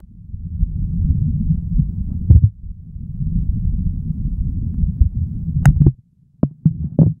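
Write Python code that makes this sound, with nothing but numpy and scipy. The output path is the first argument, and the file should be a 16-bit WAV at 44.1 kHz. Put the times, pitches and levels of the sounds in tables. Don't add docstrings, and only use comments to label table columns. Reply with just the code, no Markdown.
import sys
import numpy as np
from scipy import signal
from scipy.fft import rfft, irfft
from scipy.io import wavfile

SR = 44100
rng = np.random.default_rng(int(sys.argv[2]) if len(sys.argv) > 2 else 0)


def voltage_ratio(decibels):
    exponent = np.asarray(decibels, float) / 20
    return 10 ** exponent


def master_out(mix):
    frames = np.transpose(np.atleast_2d(mix))
    ceiling = np.clip(frames, -1, 1)
    pcm = np.round(ceiling * 32767).astype(np.int16)
    wavfile.write(sys.argv[1], SR, pcm)


N = 317520


def rms_one(x):
    return x / np.sqrt(np.mean(x ** 2) + 1e-20)


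def coloured(x, points):
    hz, db = np.transpose(points)
    grid_hz = np.maximum(np.arange(len(x) // 2 + 1) * SR / len(x), 1)
    shape_db = np.interp(np.log(grid_hz), np.log(hz), db)
    return irfft(rfft(x) * voltage_ratio(shape_db), len(x))


def band(x, low_hz, high_hz):
    sos = signal.butter(2, [low_hz, high_hz], "band", fs=SR, output="sos")
    return signal.sosfilt(sos, x)


def drift(rate_hz):
    pole = np.exp(-80 * np.pi * rate_hz / SR)
    noise = rng.standard_normal(N // 40 + 2002)
    slow = signal.lfilter([1], [1, -2 * pole, pole * pole], noise)[2000:]
    return np.interp(np.arange(N) / 40, np.arange(len(slow)), rms_one(slow))


def in_time(rows):
    s, *columns = np.transpose(rows)
    return [np.interp(np.arange(N) / SR, s, column) for column in columns]


def add(out, s, burst):
    i = max(round(s * SR), 0)
    out[i:i + len(burst)] += burst[:N - i]


def ring(hz, t60_s, contact_s):
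    t = np.arange(int(1.3 * t60_s * SR) + 64) / SR
    swell = 1 - np.exp(-(t / contact_s) ** 2)
    decay = voltage_ratio(-60 * (t / t60_s) ** 0.88)
    return swell * decay * np.sin(2 * np.pi * hz * t)


# (time [s], gain [dB])
DUCKS = [(0, -20.5), (2.385, -8.5), (2.501, -20), (5.05, -4.5), (5.72, -4.5), (5.89, -24.5), (5.95, -32),
         (6.501, -19.5), (6.72, -20), (7.149, -24)]
FULL_DB, DUCK_DB_PER_S, RECOVER_DB_PER_S = 0, 897.5, 23


def gain_control():
    t = np.arange(N) / SR
    dips = []
    for s, db in DUCKS:
        recover_db = RECOVER_DB_PER_S * (t - s)
        fall_db = DUCK_DB_PER_S * (s - t)
        dips.append(db + np.maximum(recover_db, fall_db))
    return np.minimum(np.min(dips, axis=0), FULL_DB)


# (time [s], level [dB])
FLOW = [(0, -25.5), (.5, -20), (.95, -20.5), (1.4, -16.5), (1.6, -24), (2.3, -20), (2.5, -23.5),
        (3.4, -19.5), (4.4, -22), (4.75, -18), (5.1, -24), (5.6, -18.5), (5.95, -21.5), (6.58, -28.5),
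        (6.72, -3.5), (6.95, -17.5), (7.08, -12), (7.2, -23)]
# (frequency [Hz], density [dB per Hz])
RUMBLE_COLOUR = [(12, -36), (20, -12.5), (54, -5), (159, 2.5), (181, -2), (228, -8), (339, -35.5),
                 (418, -37.5), (549, -50), (3000, -79.5), (3900, -110), (6600, -120)]
HAZE_DB = -20.5
DEEP_DB, UPPER_DB, TILT_WANDER_DB = 8, -0.84, 2.5
DEEP_DUCKS = 0.64
LIFT_S, LIFT_DEEP_DB = 5.95, -18.5


def rumble(gain_db, lumpy_db, shared_db):
    rumble_db = in_time(FLOW)[0] + gain_db
    noise = rms_one(coloured(rng.standard_normal(N), RUMBLE_COLOUR))
    together_db = shared_db * drift(30.0)
    deep_db = DEEP_DB + TILT_WANDER_DB * drift(3.0)
    upper_db = UPPER_DB + TILT_WANDER_DB * drift(18.0)
    deep_db += (DEEP_DUCKS - 1) * gain_db
    deep_db += LIFT_DEEP_DB * (np.arange(N) > LIFT_S * SR)
    bands = [(10.1, 54.8, deep_db), (52.4, 85, -3.0), (110, 180, 0.0053), (215.4, 371, upper_db)]
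    boom = 0
    for low_hz, high_hz, tilt_db in bands:
        level_db = rumble_db + tilt_db + lumpy_db * drift(1.6) + together_db
        boom = boom + band(noise, low_hz, high_hz) * voltage_ratio(level_db)
    boom = signal.sosfilt(signal.butter(3, 520, fs=SR, output="sos"), boom)
    haze = band(noise, 640, 2600) * voltage_ratio(HAZE_DB + gain_db + 0.85 * drift(8.5))
    return boom + haze


# (frequency [Hz], density [dB per Hz])
HISS_COLOUR = [(1200, -33.5), (2500, -5), (4000, -5.5), (8000, -4), (12000, -4), (16000, 1)]
WHINE_HZ = [9378, 5356, 15703]
# (level over hiss [dB], flicker [per s], flicker depth [dB])
WHINE = [(-14, 6.0, 5.5), (-23.5, 5.0, 2.5), (-11.5, 60.0, 4.5)]
# (time [s], level [dB])
WHINE_ON = [
    (0, -30),
    (1.75, -30),
    (1.85, 0),
    (2.75, 0),
    (4.65, 0),
    (4.75, -30),
    (7.2, -30),
]
HISS_DB, CONVERTER_DB = -75, -88
BLIP_FIRST_S, BLIP_EVERY_S, BLIP_HZ, BLIP_S = .0658, .06674, 12000, .003
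BLIP_DB, BLIP_SPREAD_DB, WEAK_BLIP_DB = -2.5, 2.5, -4.5
CIRCUIT_TOP_HZ = 15850


def circuit(gain_db):
    t = np.arange(N) / SR
    tones = []
    for hz, (db, rate_hz, depth_db) in zip(WHINE_HZ, WHINE):
        tones.append(voltage_ratio(db + depth_db * drift(rate_hz)) * np.sin(2 * np.pi * hz * t))
    tones[0] = tones[0] * voltage_ratio(in_time(WHINE_ON)[0])

    turn = np.round((t - BLIP_FIRST_S) / BLIP_EVERY_S).astype(int) + 1
    spread_db = BLIP_SPREAD_DB * rng.standard_normal(turn[-1] + 1)[turn]
    blip_db = BLIP_DB + WEAK_BLIP_DB * (turn % 2) + spread_db
    from_blip_s = t - BLIP_FIRST_S - (turn - 1) * BLIP_EVERY_S
    blips = voltage_ratio(blip_db) * np.exp(-(from_blip_s / BLIP_S) ** 2) * np.sin(2 * np.pi * BLIP_HZ * t)

    hiss = rms_one(coloured(rng.standard_normal(N), HISS_COLOUR)) + sum(tones) + blips
    converter = voltage_ratio(CONVERTER_DB) * band(rng.standard_normal(N), 300, 13000)
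    noise = voltage_ratio(HISS_DB + gain_db) * hiss + converter
    return signal.sosfilt(signal.ellip(10, .5, 40, CIRCUIT_TOP_HZ, fs=SR, output="sos"), noise)


# (frequency [Hz], t60 [s])
SHELL = [(340, .022), (590, .02), (800, .016), (1130, .022), (1500, .012), (2050, .01), (2800, .008)]
# (time [s], level [dB], fall per mode [dB], spot [0 rim - .5 middle])
TAPS = [(.002, -41.5, -1.5, .02), (.920, -57, -2, 0.16), (2.101, -41, -7.5, 0.028), (2.303, -22, -5, .25),
        (2.310, -33.5, -15, .02), (2.328, -39, -5, 0.051), (2.347, -45, -7, .02), (2.3645, -41.5, -2, .38),
        (3.786, -38, -10, 0.28), (4.336, -49, -9, 0.018), (4.741, -43.5, -1, .25),
        (4.861, -35.5, -10.5, .42), (5.012, -34.5, -4.5, 0.0209), (5.627, -44, -4, .4),
        (5.645, -47.5, -0.5, .25), (5.76, -37.5, -2, 0.11), (5.803, -55, 0, 0.016), (5.818, -32, -1, .45),
        (5.8661, -21.5, -6.5, .02), (5.868, -24.5, -1.5, .25), (6.4308, -10.5, -7.5, .02),
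        (6.51, -46, -8, 0.017), (6.654, -28, -3.5, 0.25), (6.852, -46, -2, 0.19), (6.925, -49.5, -6, .24),
        (6.9891, -28, -3, 0.023), (7.016, -18.5, -20, .02), (7.031, -9, -10, .23), (7.064, -15, -18, 0.28),
        (7.074, -28.5, -18, .02)]


def taps():
    out = np.zeros(N)
    extra_db = [1.5, 0.5, 2, -5.5, -0.5, -1.5, -9.0]
    for s, db, fall_db, spot in TAPS:
        for k, (hz, t60_s) in enumerate(SHELL):
            shape = np.hypot(np.cos((k + 1) * np.pi * spot), .05)
            level = voltage_ratio(db + 5.5 + k * fall_db + extra_db[k])
            add(out, s, level * shape * ring(hz, t60_s, contact_s=0.001))
    return out


# (time [s], peak [dB])
TICKS = [(0.002, -46), (5.6765, -52), (5.6795, -53.5), (5.6855, -51), (2.306, -47.5), (2.314, -53),
         (2.351, -61), (2.364, -53.5), (5.013, -50.5), (5.821, -66), (5.866, -59.5), (5.870, -50),
         (6.431, -52.5), (6.658, -66), (6.989, -49)]


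def ticks():
    out = np.zeros(N)
    noise = rng.standard_normal((len(TICKS), 256))
    t = np.arange(256) / SR
    for (s, db), grains in zip(TICKS, noise):
        add(out, s, voltage_ratio(db) * np.exp(-t / 0.00073) * grains)
    return band(out, 2500, 15000)


# (time [s], peak [dB], length [s])
CRACK = [(0.004, -51, 0.00094), (2.311, -46.5, 0.0056), (2.36, -45.5, 0.0055), (4.74, -50, 0.0014),
         (5.032, -64, 0.002), (5.646, -39.5, 0.0029), (5.6537, -25, 0.0011), (5.6560, 4, .0008),
         (5.6573, -9.5, 0.0018), (5.676, -42.5, .0015), (5.679, -55, 0.00081), (5.684, -36, 0.0028),
         (5.82, -44, 0.0027), (2.318, -53.5, .014), (2.343, -61, 0.0091), (5.695, -53.5, .008)]
# (frequency [Hz], density [dB per Hz])
CRACK_COLOUR = [(240, -41), (400, -5.5), (765, 3), (1090, -10.5), (1510, -2), (2180, -8.5), (2510, -17),
                (2930, -7.5), (3310, -36.5), (3870, -26.5), (4110, -51), (5030, -24.5), (7170, -17.5),
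                (14100, -26.5), (16000, -36.5)]
# (frequency [Hz], level [dB], t60 [s])
CRACK_RING = [(1840, -28, 0.045), (3730, -38, 0.037), (5500, -58, 0.02)]


def crack():
    out = np.zeros(N)
    noise = rng.standard_normal((len(CRACK), 1024))
    t = np.arange(1024) / SR
    for (s, db, length_s), grains in zip(CRACK, noise):
        envelope = (1 - np.exp(-t / 0.000095)) * np.exp(-(t / length_s) ** 2)
        add(out, s, voltage_ratio(db) * envelope * grains)
    out = voltage_ratio(6.5) * coloured(out, CRACK_COLOUR)
    main_s = CRACK[7][0]
    for hz, db, t60_s in CRACK_RING:
        add(out, main_s, voltage_ratio(db) * ring(hz, t60_s, contact_s=0.00059))
    return out


# (time [s], peak [dB], pitch
# [Hz])
SLAPS = [(.462, -18.5, 67), (.632, -2, 58.1), (1.353, -22, 65.6), (2.052, -24.5, 52.4),
         (2.693, -23.5, 36.5), (3.399, -13.5, 112.7), (3.495, -6.5, 63), (3.54, -13.5, 86),
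         (3.677, -9, 58.7), (4.004, -14.5, 85), (4.27, -13.5, 121.4), (4.391, -15, 49.3),
         (4.41, -9.5, 60.6), (4.472, -10.5, 111), (5.017, 1.5, 63.6), (5.173, -9.5, 83.6), (5.809, 0, 115),
         (5.8705, -2, 92.2)]
SLAP_CYCLES = .8
# (time [s], peak [dB], pitch [Hz], length [cycles])
SWELLS = [(0.536, -24, 81.5, 4.8), (0.797, -19, 134.3, 3.1), (1.1, -25.5, 259, 10), (.95, -18, 168.3, 9.8),
          (1.06, -20.5, 145.7, 8.3), (1.165, -15, 77.8, 3.5), (1.29, -21, 232, 8.9), (1.305, -19, 85, 7.5),
          (1.413, -14, 205, 4.7), (1.503, -25, 86, 3.6), (1.51, -8, 161.7, 3.87), (1.723, -14.5, 165.4, 5),
          (1.762, -10.5, 37, 1.43), (1.799, -4.5, 152, 2.6), (1.821, -16, 52.2, 5.2), (1.79, -20, 224, 5.1),
          (3.223, -12.5, 138, 2.4), (3.313, -18, 91, 5.1), (3.742, -17.5, 37.6, 1.7),
          (3.793, -16.5, 181, 7.1), (4.109, -12.5, 152, 1.5), (4.681, -17.5, 85, 5.5),
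          (4.815, -17.5, 161, 5.3), (5.063, -7, 77, 1.33), (5.226, -15, 83.1, 5.2),
          (5.486, -16.5, 158, 4.5), (5.568, -9, 140.6, 3.44), (5.772, -8, 77.4, 1.6),
          (6.83, -19.5, 76.7, 4.7), (7.102, -12, 150.6, 5.4)]


def surges():
    out = np.zeros(N)
    slaps = [(*slap, SLAP_CYCLES) for slap in SLAPS]
    for s, db, hz, cycles in [*slaps, *SWELLS]:
        spread_s = np.clip(cycles, .4, 9) / hz / 2.36
        t = np.arange(-4 * spread_s, 4 * spread_s, 1 / SR)
        envelope = np.exp(-(t / spread_s) ** 2 / 2)
        add(out, s + t[0], -voltage_ratio(db) * envelope * np.cos(2 * np.pi * hz * t))
    return out


# (time [s], peak [dB], frequency [Hz], t60 [s])
PINGS = [(.57, -62, 1320, .02), (.92, -57, 1300, 0.022), (1.73, -56.5, 5160, 0.0083),
         (4.669, -62, 5400, 0.013), (5.8656, -5.5, 327, 0.047), (6.4308, -12.5, 522, 0.014),
         (6.4316, -15, 689, 0.017), (6.4312, -26, 1080, 0.019), (6.9886, -12, 560, 0.047),
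         (7.015, -14, 560, 0.028), (7.031, -17, 520, 0.028)]


def pings():
    out = np.zeros(N)
    for s, db, hz, t60_s in PINGS:
        add(out, s, voltage_ratio(db) * ring(hz, t60_s, 0.42 / hz))
    return out


# (time [s], length [s], level [dB])
SCRAPES = [(2.073, 0.094, -60), (2.289, 0.052, -52), (5.613, 0.11, -45.5), (5.802, 0.033, -60.5),
           (6.44, 0.077, -68), (6.667, 0.033, -65), (6.802, 0.1, -62.5), (6.896, 0.054, -63.5),
           (7.022, 0.068, -54)]


def scrapes():
    hits = rng.standard_normal(N) * (rng.random(N) < 2500 / SR)
    grains = hits * voltage_ratio(3.0 * rng.exponential(1, N).clip(0, 3))
    grains = rms_one(band(band(grains, 220, 720), 280, 1800))
    stroke = np.zeros(N)
    for s, length_s, db in SCRAPES:
        add(stroke, s, voltage_ratio(db) * np.hanning(int(length_s * SR)) ** .5)
    return stroke * grains


# (time [s], peak [dB], frequency [Hz], t60 [s])
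KNOCKS = [(2.299, 6, 110, 0.082), (2.308, 3, 80.5, 0.081), (2.32, 2.5, 60.5, 0.056), (2.346, .5, 110, 0.15),
          (2.356, 7, 76.8, 0.081), (2.421, -6.5, 110, 0.054), (2.434, 2, 104.2, .12),
          (5.656, -1.5, 134.9, 0.26), (5.676, -1, 55.2, 0.094), (5.684, -3, 142.6, 0.15),
          (5.8136, 3.5, 140, 0.069), (5.875, 0, 128, 0.087), (5.986, -28.5, 124, 0.062),
          (6.4394, -10, 139.8, 0.13), (6.509, -28.5, 152.6, 0.16), (6.655, 0, 158, .13),
          (6.842, -8.5, 155, 0.069), (6.919, -18.5, 139.7, .059), (6.9948, 0, 159.5, 0.11),
          (7.014, 5.5, 164.8, 0.041), (7.03, -11, 138.4, 0.15), (7.056, -5, 110, 0.14),
          (7.07, -6, 148.5, .11)]
CONTACT_CYCLES = .3
# (time [s], peak [dB], frequency [Hz], t60 [s], direction [+1 or -1])
RAPS = [(5.8643, 3.5, 160, 0.022, 1), (6.4314, 8.5, 205, 0.027, 1), (6.9883, 5.5, 199, 0.032, -1)]
RAP_CONTACT_S = 0.0011


def knocks():
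    out = np.zeros(N)
    for s, db, hz, t60_s in KNOCKS:
        contact_s = CONTACT_CYCLES / hz + 0.00083
        add(out, s, -voltage_ratio(db + 3.5) * ring(hz, t60_s, contact_s))
    for s, db, hz, t60_s, direction in RAPS:
        add(out, s, direction * voltage_ratio(db) * ring(hz, t60_s, RAP_CONTACT_S))
    return band(out, 41, 750)


def scene():
    gain_db = gain_control()
    water = rumble(gain_db, lumpy_db=-0.79, shared_db=2.5) + surges()
    housing = knocks() + taps() + pings() + crack() + ticks() + scrapes()
    return (water + housing + circuit(gain_db))[None]


def top_cut(x):
    return signal.sosfilt(signal.butter(12, 16500, fs=SR, output="sos"), x)


CUTOFF_HZ = 16450


def record(dry):
    knee = 16.0
    mix = dry / (1 + np.abs(dry / 1.07) ** knee) ** (1 / knee)
    mix = signal.sosfilt(signal.ellip(10, .5, 60, CUTOFF_HZ, fs=SR, output="sos"), mix)
    return top_cut(mix)


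dry = scene()
out = record(dry)
master_out(out)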